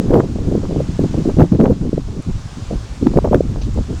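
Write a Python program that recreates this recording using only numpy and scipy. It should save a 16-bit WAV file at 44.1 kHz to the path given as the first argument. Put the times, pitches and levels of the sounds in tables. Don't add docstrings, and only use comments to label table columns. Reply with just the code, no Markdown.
import sys
import numpy as np
from scipy import signal
from scipy.fft import rfft, irfft
from scipy.io import wavfile
from scipy.ndimage import uniform_filter1d, map_coordinates

SR = 44100
rng = np.random.default_rng(int(sys.argv[2]) if len(sys.argv) > 2 else 0)


def how_loud(loudness_db):
    steps = np.asarray(loudness_db, float) / 20
    return 10 ** steps


def inscribe(sig):
    pcm = np.round(np.clip(np.atleast_2d(sig).T, -1, 1) * 32767)
    wavfile.write(sys.argv[1], SR, pcm.astype(np.int16))


N = 176400


def read_spectrum(points, hz):
    point_hz, level_db = np.transpose(points)
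    return np.interp(np.log(hz + 1), np.log(point_hz + 1), level_db)


def curve(points, column=1):
    points = np.array(points)
    return np.interp(np.arange(N) / SR, points[:, 0], points[:, column])


def evened(x):
    return x / np.sqrt(np.mean(x ** 2) + 1e-20)


def coloured(points, size=N):
    gain = how_loud(read_spectrum(points, np.fft.rfftfreq(size, 1 / SR)))
    return evened(irfft(rfft(rng.standard_normal(size)) * gain, size))


def wander(seconds):
    walk = np.cumsum(rng.standard_normal(N))
    width = seconds * SR
    at = np.arange(N)
    step = np.interp(at + width, at, walk) - walk
    return evened(signal.lfilter([1], [1, -np.exp(-2 / width)], step))


# pitch_hz, level_db [dB per Hz]
EDDY_SPECTRUM = [(20, -2.5), (80, -2), (150, 2.5), (260, -0.5), (420, -10.5), (700, -29.5), (1200, -45.5),
                 (3000, -88)]


def eddy_field(size):
    kinks_per_s, kink_db, kink_s = 45, -4, 0.0011
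    steadiness = 0.96
    smooth = coloured(EDDY_SPECTRUM, size=size)
    power = uniform_filter1d(uniform_filter1d(smooth ** 2, size=400), size=400)
    smooth /= power ** (steadiness / 2)
    t = np.hypot(np.arange(-400, 400) / SR, .00035)
    cusp = np.exp(-abs(t) / kink_s) - 0.4 * np.exp(-abs(t) / (2.8 * kink_s))
    kinks = (rng.random(size) < kinks_per_s / SR) * rng.laplace(0, 1, size)
    return evened(smooth) + how_loud(kink_db) * 2 * signal.oaconvolve(kinks, cusp, "same")


# start_s, length_s, level_db, air_speed [re breeze]
GUSTS = [(-.02, 0.072, -26, 1), (.085, 0.053, -14, 1.375), (.12, 0.057, -10, 1.73),
         (.17, 0.051, -14, 1.55), (.455, 0.071, -19.5, 1.28), (.53, 0.05, -16, 1.34),
         (.75, 0.075, -16.5, 1.25), (.986, 0.079, -14.5, 1.05), (1.165, 0.054, -16, 1.03),
         (1.245, 0.071, -16, 1.27), (1.365, 0.034, -9, 1), (1.385, 0.071, -8.5, 1.45),
         (1.52, 0.049, -12, 1.01), (1.585, 0.057, -9, 1.3), (1.62, 0.052, -12, 1.73),
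         (1.665, 0.073, -13, 1.24), (3.01, 0.045, -12.5, 1.03), (3.046, 0.036, -13.5, 1.1),
         (3.075, 0.045, -19.5, 0.98), (3.155, 0.036, -9, 1.35), (3.241, 0.023, -15, 2.18),
         (3.262, .03, -18, 1.1), (3.308, 0.038, -13.5, 1.55), (3.347, 0.0303, -10.5, 1.2),
         (3.37, 0.022, -17.5, 1.1),
         (.03, 0.07, -19, 1.06), (0.227, 0.04, -21, 1.36), (0.323, 0.1, -26, 0.96),
         (0.506, 0.028, -20.5, 1.24), (0.584, 0.095, -23.5, 1.1), (0.683, 0.0717, -21.5, 1.4),
         (.87, 0.067, -23.5, 0.97), (1.081, 0.05, -24.5, 0.9), (1.13, 0.03, -17, 0.96),
         (1.791, 0.1, -18.5, 0.86), (1.92, 0.049, -19.5, 0.88), (1.969, 0.037, -22, 1.11),
         (2.068, 0.09, -30, 1.15), (2.16, 0.049, -22.5, 0.98), (2.26, 0.05, -18.5, 0.74),
         (2.331, 0.047, -26.5, 0.72), (2.435, 0.031, -25.5, 0.53), (2.56, 0.073, -29, 0.8),
         (2.698, 0.06, -21.5, 1.33), (3.123, 0.026, -23, 1.282), (3.418, 0.06, -25, .9),
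         (3.522, 0.067, -29.5, 0.79), (3.66, 0.031, -23.5, 1.15), (3.75, 0.064, -20.5, 1.26),
         (3.88, 0.069, -24, 1.2)]
# time_s, rumble_db, small_eddy_db, air_speed [re breeze]
BREEZE = [(0, -48, -23, 0.88), (.3, -20.5, -24, 0.97), (.66, -24.5, -21, 1), (.84, -34, -23.5, 0.85),
          (.96, -25, -27, 0.61), (1.1, -32, -22, 0.81), (1.33, -21, -26.5, 0.82), (1.49, -40, -21.5, 0.76),
          (1.76, -38, -24, 0.85), (2.03, -24, -37.5, 0.87), (2.24, -33, -63, 0.55),
          (2.3, -17.5, -34.5, 0.76), (2.52, -34, -42, 0.74), (2.78, -19.5, -39, 0.87),
          (2.93, -36, -36.5, 0.72), (3.22, -20, -23, 0.86), (3.6, -17, -32.5, 1.2), (4, -20.5, -56, 0.84)]
# pitch_hz, level_db [dB per Hz]
RUMBLE_SPECTRUM = [(12, -26), (22, 2), (36, -2), (60, -1), (110, -4.5), (180, -19.5), (300, -24.5),
                   (600, -76)]
# pitch_hz, level_db [dB per Hz]
FIZZ_SPECTRUM = [(350, -31), (750, 3), (1500, -8), (3500, -43.5)]


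def wind():
    lump_db, lump_s = 3.5, 0.0073
    rise, fall, speed_arch = 0.309, 0.46, 0.2454
    fizz_db, fizz_db_per_speed, fizz_lump_db = -32, 22, 12
    rumble_lump_db, rumble_with_gust_db = 4, -33
    field = eddy_field(size=4 * N)
    swirl = np.exp(0.12 * wander(0.01244))
    lumps = evened(how_loud(lump_db * wander(lump_s)))
    fizz = coloured(FIZZ_SPECTRUM) * evened(how_loud(fizz_lump_db * wander(0.0036)))

    def sweep(place):
        return map_coordinates(field, [place], order=3, mode="wrap")

    power = how_loud(curve(BREEZE, column=2)) ** 2
    breeze_place = np.cumsum(swirl * curve(BREEZE, column=3))
    eddies = np.sqrt(power) * lumps * sweep(breeze_place)
    for k, (start_s, length_s, level_db, speed) in enumerate(GUSTS):
        first = max(int(start_s * SR), 0)
        last = min(int((start_s + 1.15 * length_s) * SR), N)
        at = np.arange(first, last)
        u = (at / SR - start_s) / length_s
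        shape = np.sin(np.pi / 2 * np.clip(np.minimum(u / rise, (1.15 - u) / fall), 0, 1))
        air = speed * swirl[at] * (1 - speed_arch * (1 - shape))
        place = N + k * N // 16 + np.cumsum(air)
        eddies[at] += how_loud(level_db) * evened(shape * lumps[at] * sweep(place))
        gust_fizz_db = level_db + fizz_db + fizz_db_per_speed * (speed - 1)
        eddies[at] += how_loud(gust_fizz_db) * shape ** 2 * fizz[at]
        power[at] += (how_loud(level_db) * shape) ** 2
    rumble = coloured(RUMBLE_SPECTRUM) * evened(how_loud(rumble_lump_db * wander(0.015)))
    rumble_level = np.sqrt(how_loud(curve(BREEZE)) ** 2 + power * how_loud(rumble_with_gust_db) ** 2)
    return eddies + rumble * rumble_level


# time_s, peak_db, swirl_hz, turns [count]
SLAPS = [(.001, -3.5, 187, 1.6), (0.117, -6.5, 517, 1.13), (.138, 4.5, 265, 0.68), (0.1436, 5, 295, 0.78),
         (.156, -6, 700, 0.94), (.163, 1, 404, 1.1), (0.2007, 3, 298, 0.94), (.205, -4.5, 810, 0.88),
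         (.36, -13, 350, 0.78), (.387, -14, 383, 1), (0.526, -5.5, 310, 0.89), (0.553, -1, 327, 1.2),
         (0.762, -7.5, 402, 0.88), (0.994, 0.5, 293.3, 0.84), (1.405, 5, 234, 0.65),
         (1.425, 6.5, 128, 0.99), (1.603, 2.5, 324, 0.89), (1.609, 1, 210, 3.15), (1.656, -6, 594, 0.65),
         (1.658, -14.5, 1700, 0.99), (1.419, -13, 1300, 1.7), (1.144, -8.5, 300, 0.49),
         (1.259, -4, 266, 1.5), (1.278, -2.5, 282.7, 1.8), (1.294, -11, 460, 2.4), (1.397, 3.5, 333, 1.1),
         (1.439, 0, 300, 1.2), (1.635, -5, 353, 2.1), (1.679, -6.5, 450, 0.96), (1.523, 1.5, 211, 2.3),
         (1.55, -3, 253, 1), (1.7, -1, 294, 1.24), (1.894, -5, 170, 0.79), (1.932, -3, 315, 1.24),
         (1.98, -2.5, 358, 1.16), (3.071, 2.5, 268, 2.6), (3.174, 2.5, 406, 1.63), (3.188, 1, 575, 0.99),
         (3.252, -4, 490, 2.3), (3.03, -4, 230.7, 1), (2.712, -12.5, 496, 2.5), (3.138, -16, 596, 1.2),
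         (3.275, -7, 420, .7), (3.287, -19, 500, 0.84), (3.314, -5.5, 424, 2.1), (3.332, 2.5, 497, 0.81),
         (3.346, 4.5, 470, 2.2), (3.561, -20.5, 538.7, 0.55), (3.789, -13.5, 406, 0.76),
         (3.408, 0.5, 430, 1.93), (3.618, -15, 255, 0.44), (3.776, -12.5, 406, 0.78)]


def slaps():
    t, out, cover = np.arange(N) / SR, np.zeros(N), np.zeros(N)
    for time_s, peak_db, swirl_hz, turns in SLAPS:
        u = (t - time_s) * swirl_hz
        bell = np.exp(-(u / (0.35 * turns)) ** 2)
        out += how_loud(peak_db) * bell * np.cos(2 * np.pi * (u + 0.16 + 0.046 * u ** 2))
        cover = np.maximum(cover, np.sqrt(bell))
    return out, cover


# time_s, peak_db
CRACKS = [(0.1415, -13), (0.1944, -23.5), (0.2028, -19.5), (0.762, -36), (1.145, -27), (1.395, -25),
          (1.4054, -15.5), (1.4216, -15), (1.4274, -14), (1.5489, -22), (1.5998, -25), (1.6109, -14),
          (1.678, -26), (3.0686, -12.5), (3.175, -17), (3.251, -22), (3.2761, -33), (3.331, -19),
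          (3.3461, -13), (3.3604, -28), (3.406, -37), (3.7763, -32)]


def cracks():
    edge_s, decay_s, lag_s = .00009, 0.00027, 0.000985
    gain_db, blunting = 1.5, 0.35
    out, t = np.zeros(N), np.arange(-200, 200) / SR
    for time_s, peak_db in CRACKS:
        edge = edge_s * how_loud(-blunting * (peak_db + 13.5))
        step = np.tanh(t / edge) * np.exp(-abs(t) / decay_s)
        first = round((time_s + lag_s) * SR) - len(t) // 2
        out[first:][:len(t)] += how_loud(peak_db + gain_db) * step
    return out


# time_s, peak_db, pitch [re pole]
TAPS = [
    (3.613, -46, 0.98),
    (3.619, -47.5, 0.93),
    (3.629, -52, 1.1),
    (3.642, -55, 1.2),
]
# pitch_hz, level_db, t60_s
POLE_MODES = [(2780, 7, 0.068), (3500, -5, 0.069), (4020, 2, 0.17), (4920, 11, 0.035), (6340, 5, 0.088),
              (8500, -30, 0.033)]


def halyard():
    t, out = np.arange(N) / SR, np.zeros(N)
    rattle = evened(np.convolve(rng.standard_normal(N), np.hanning(120), "same"))
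    for time_s, peak_db, pitch in TAPS:
        age = np.maximum(t - time_s, 0)
        rise = np.minimum(age / 0.0018, 1)
        for (mode_hz, mode_db, t60_s), jitter in zip(POLE_MODES, rng.uniform(-0.36, 1, len(POLE_MODES))):
            ring_hz = mode_hz * pitch * (1 + 0.03 * jitter)
            decay = how_loud(peak_db + mode_db + 2.8 * jitter - 60 * age / t60_s)
            out += decay * rise * np.sin(2 * np.pi * (ring_hz * age + 7 * jitter))
    return out * rattle


# time_s, peak_db, centre_hz
TICKS = [
    (2.223, -42.5, 8500),
    (3.741, -43, 7420),
    (3.83, -38, 4000),
    (3.949, -37, 6080),
    (3.99, -45, 7300),
]


def twigs():
    decay_s, width = 0.003, 0.24
    out, t = np.zeros(N), np.arange(1024) / SR
    hz = np.fft.rfftfreq(1024, 1 / SR)
    envelope = np.minimum(t / .001, 1) * np.exp(-t / decay_s)
    for (time_s, peak_db, centre_hz), noise in zip(TICKS, rng.standard_normal((len(TICKS), 1024))):
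        band = np.exp(-(np.log((hz + 1) / centre_hz) / width) ** 2)
        tick = how_loud(peak_db) * evened(irfft(rfft(noise) * band)) * envelope
        part = out[round(time_s * SR):][:1024]
        part += tick[:len(part)]
    return out


# time_s, level_db
LEAF_SWELL = [(0.0, -45.5), (0.19, -47.5), (0.47, -47.5), (0.79, -45.5), (0.99, -44.5), (1.24, -44.5),
              (1.67, -49.5), (2.12, -48.5), (2.6, -45), (2.87, -45.5), (3.4, -48), (3.66, -47.5),
              (4.0, -45.5)]
# pitch_hz, level_db [dB per Hz]
LEAF_SPECTRUM = [(200, 8), (1100, 4.5), (1900, -2.5), (5000, -3), (7000, -4.5), (9500, -15), (11500, -27.5),
                 (17000, -34)]


def leaves():
    hiss_db, patch_db = 5.5, 0.9
    _, _, z = signal.stft(coloured(LEAF_SPECTRUM), SR, nperseg=512)
    patches = uniform_filter1d(rng.standard_normal(z.shape), size=8, axis=0)
    patches = evened(uniform_filter1d(patches, size=10, axis=1))
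    hiss = signal.istft(z * how_loud(patch_db * patches), SR, nperseg=512)[1][:N]
    return evened(hiss) * how_loud(curve(LEAF_SWELL) + hiss_db)


def scene():
    blows, cover = slaps()
    sheltered_wind = wind() * (1 - 0.85 * cover)
    return (sheltered_wind + blows + cracks() + halyard() + twigs() + leaves())[None]


def band_limit(x):
    return signal.sosfilt(signal.butter(12, 20000, fs=SR, output="sos"), x)


def record(dry):
    ceiling, grit_db, floor_db, edge_hz = 1.02, -35, -78, 17400
    clipped = np.clip(dry, -ceiling, ceiling)
    slope = 10 * np.gradient(uniform_filter1d(clipped, size=24, axis=1), axis=1)
    noise_level = how_loud(grit_db) * abs(slope) ** 1.25 + how_loud(floor_db)
    gritty = clipped + noise_level * rng.standard_normal(dry.shape)
    padded = np.pad(gritty, ((0, 0), (127, 127)), "edge")
    lowpass = signal.firwin(255, edge_hz, window=("kaiser", 9), fs=SR)
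    limited = signal.oaconvolve(padded, lowpass[None], "valid")
    return band_limit(limited)


dry = scene()
out = record(dry)
inscribe(out)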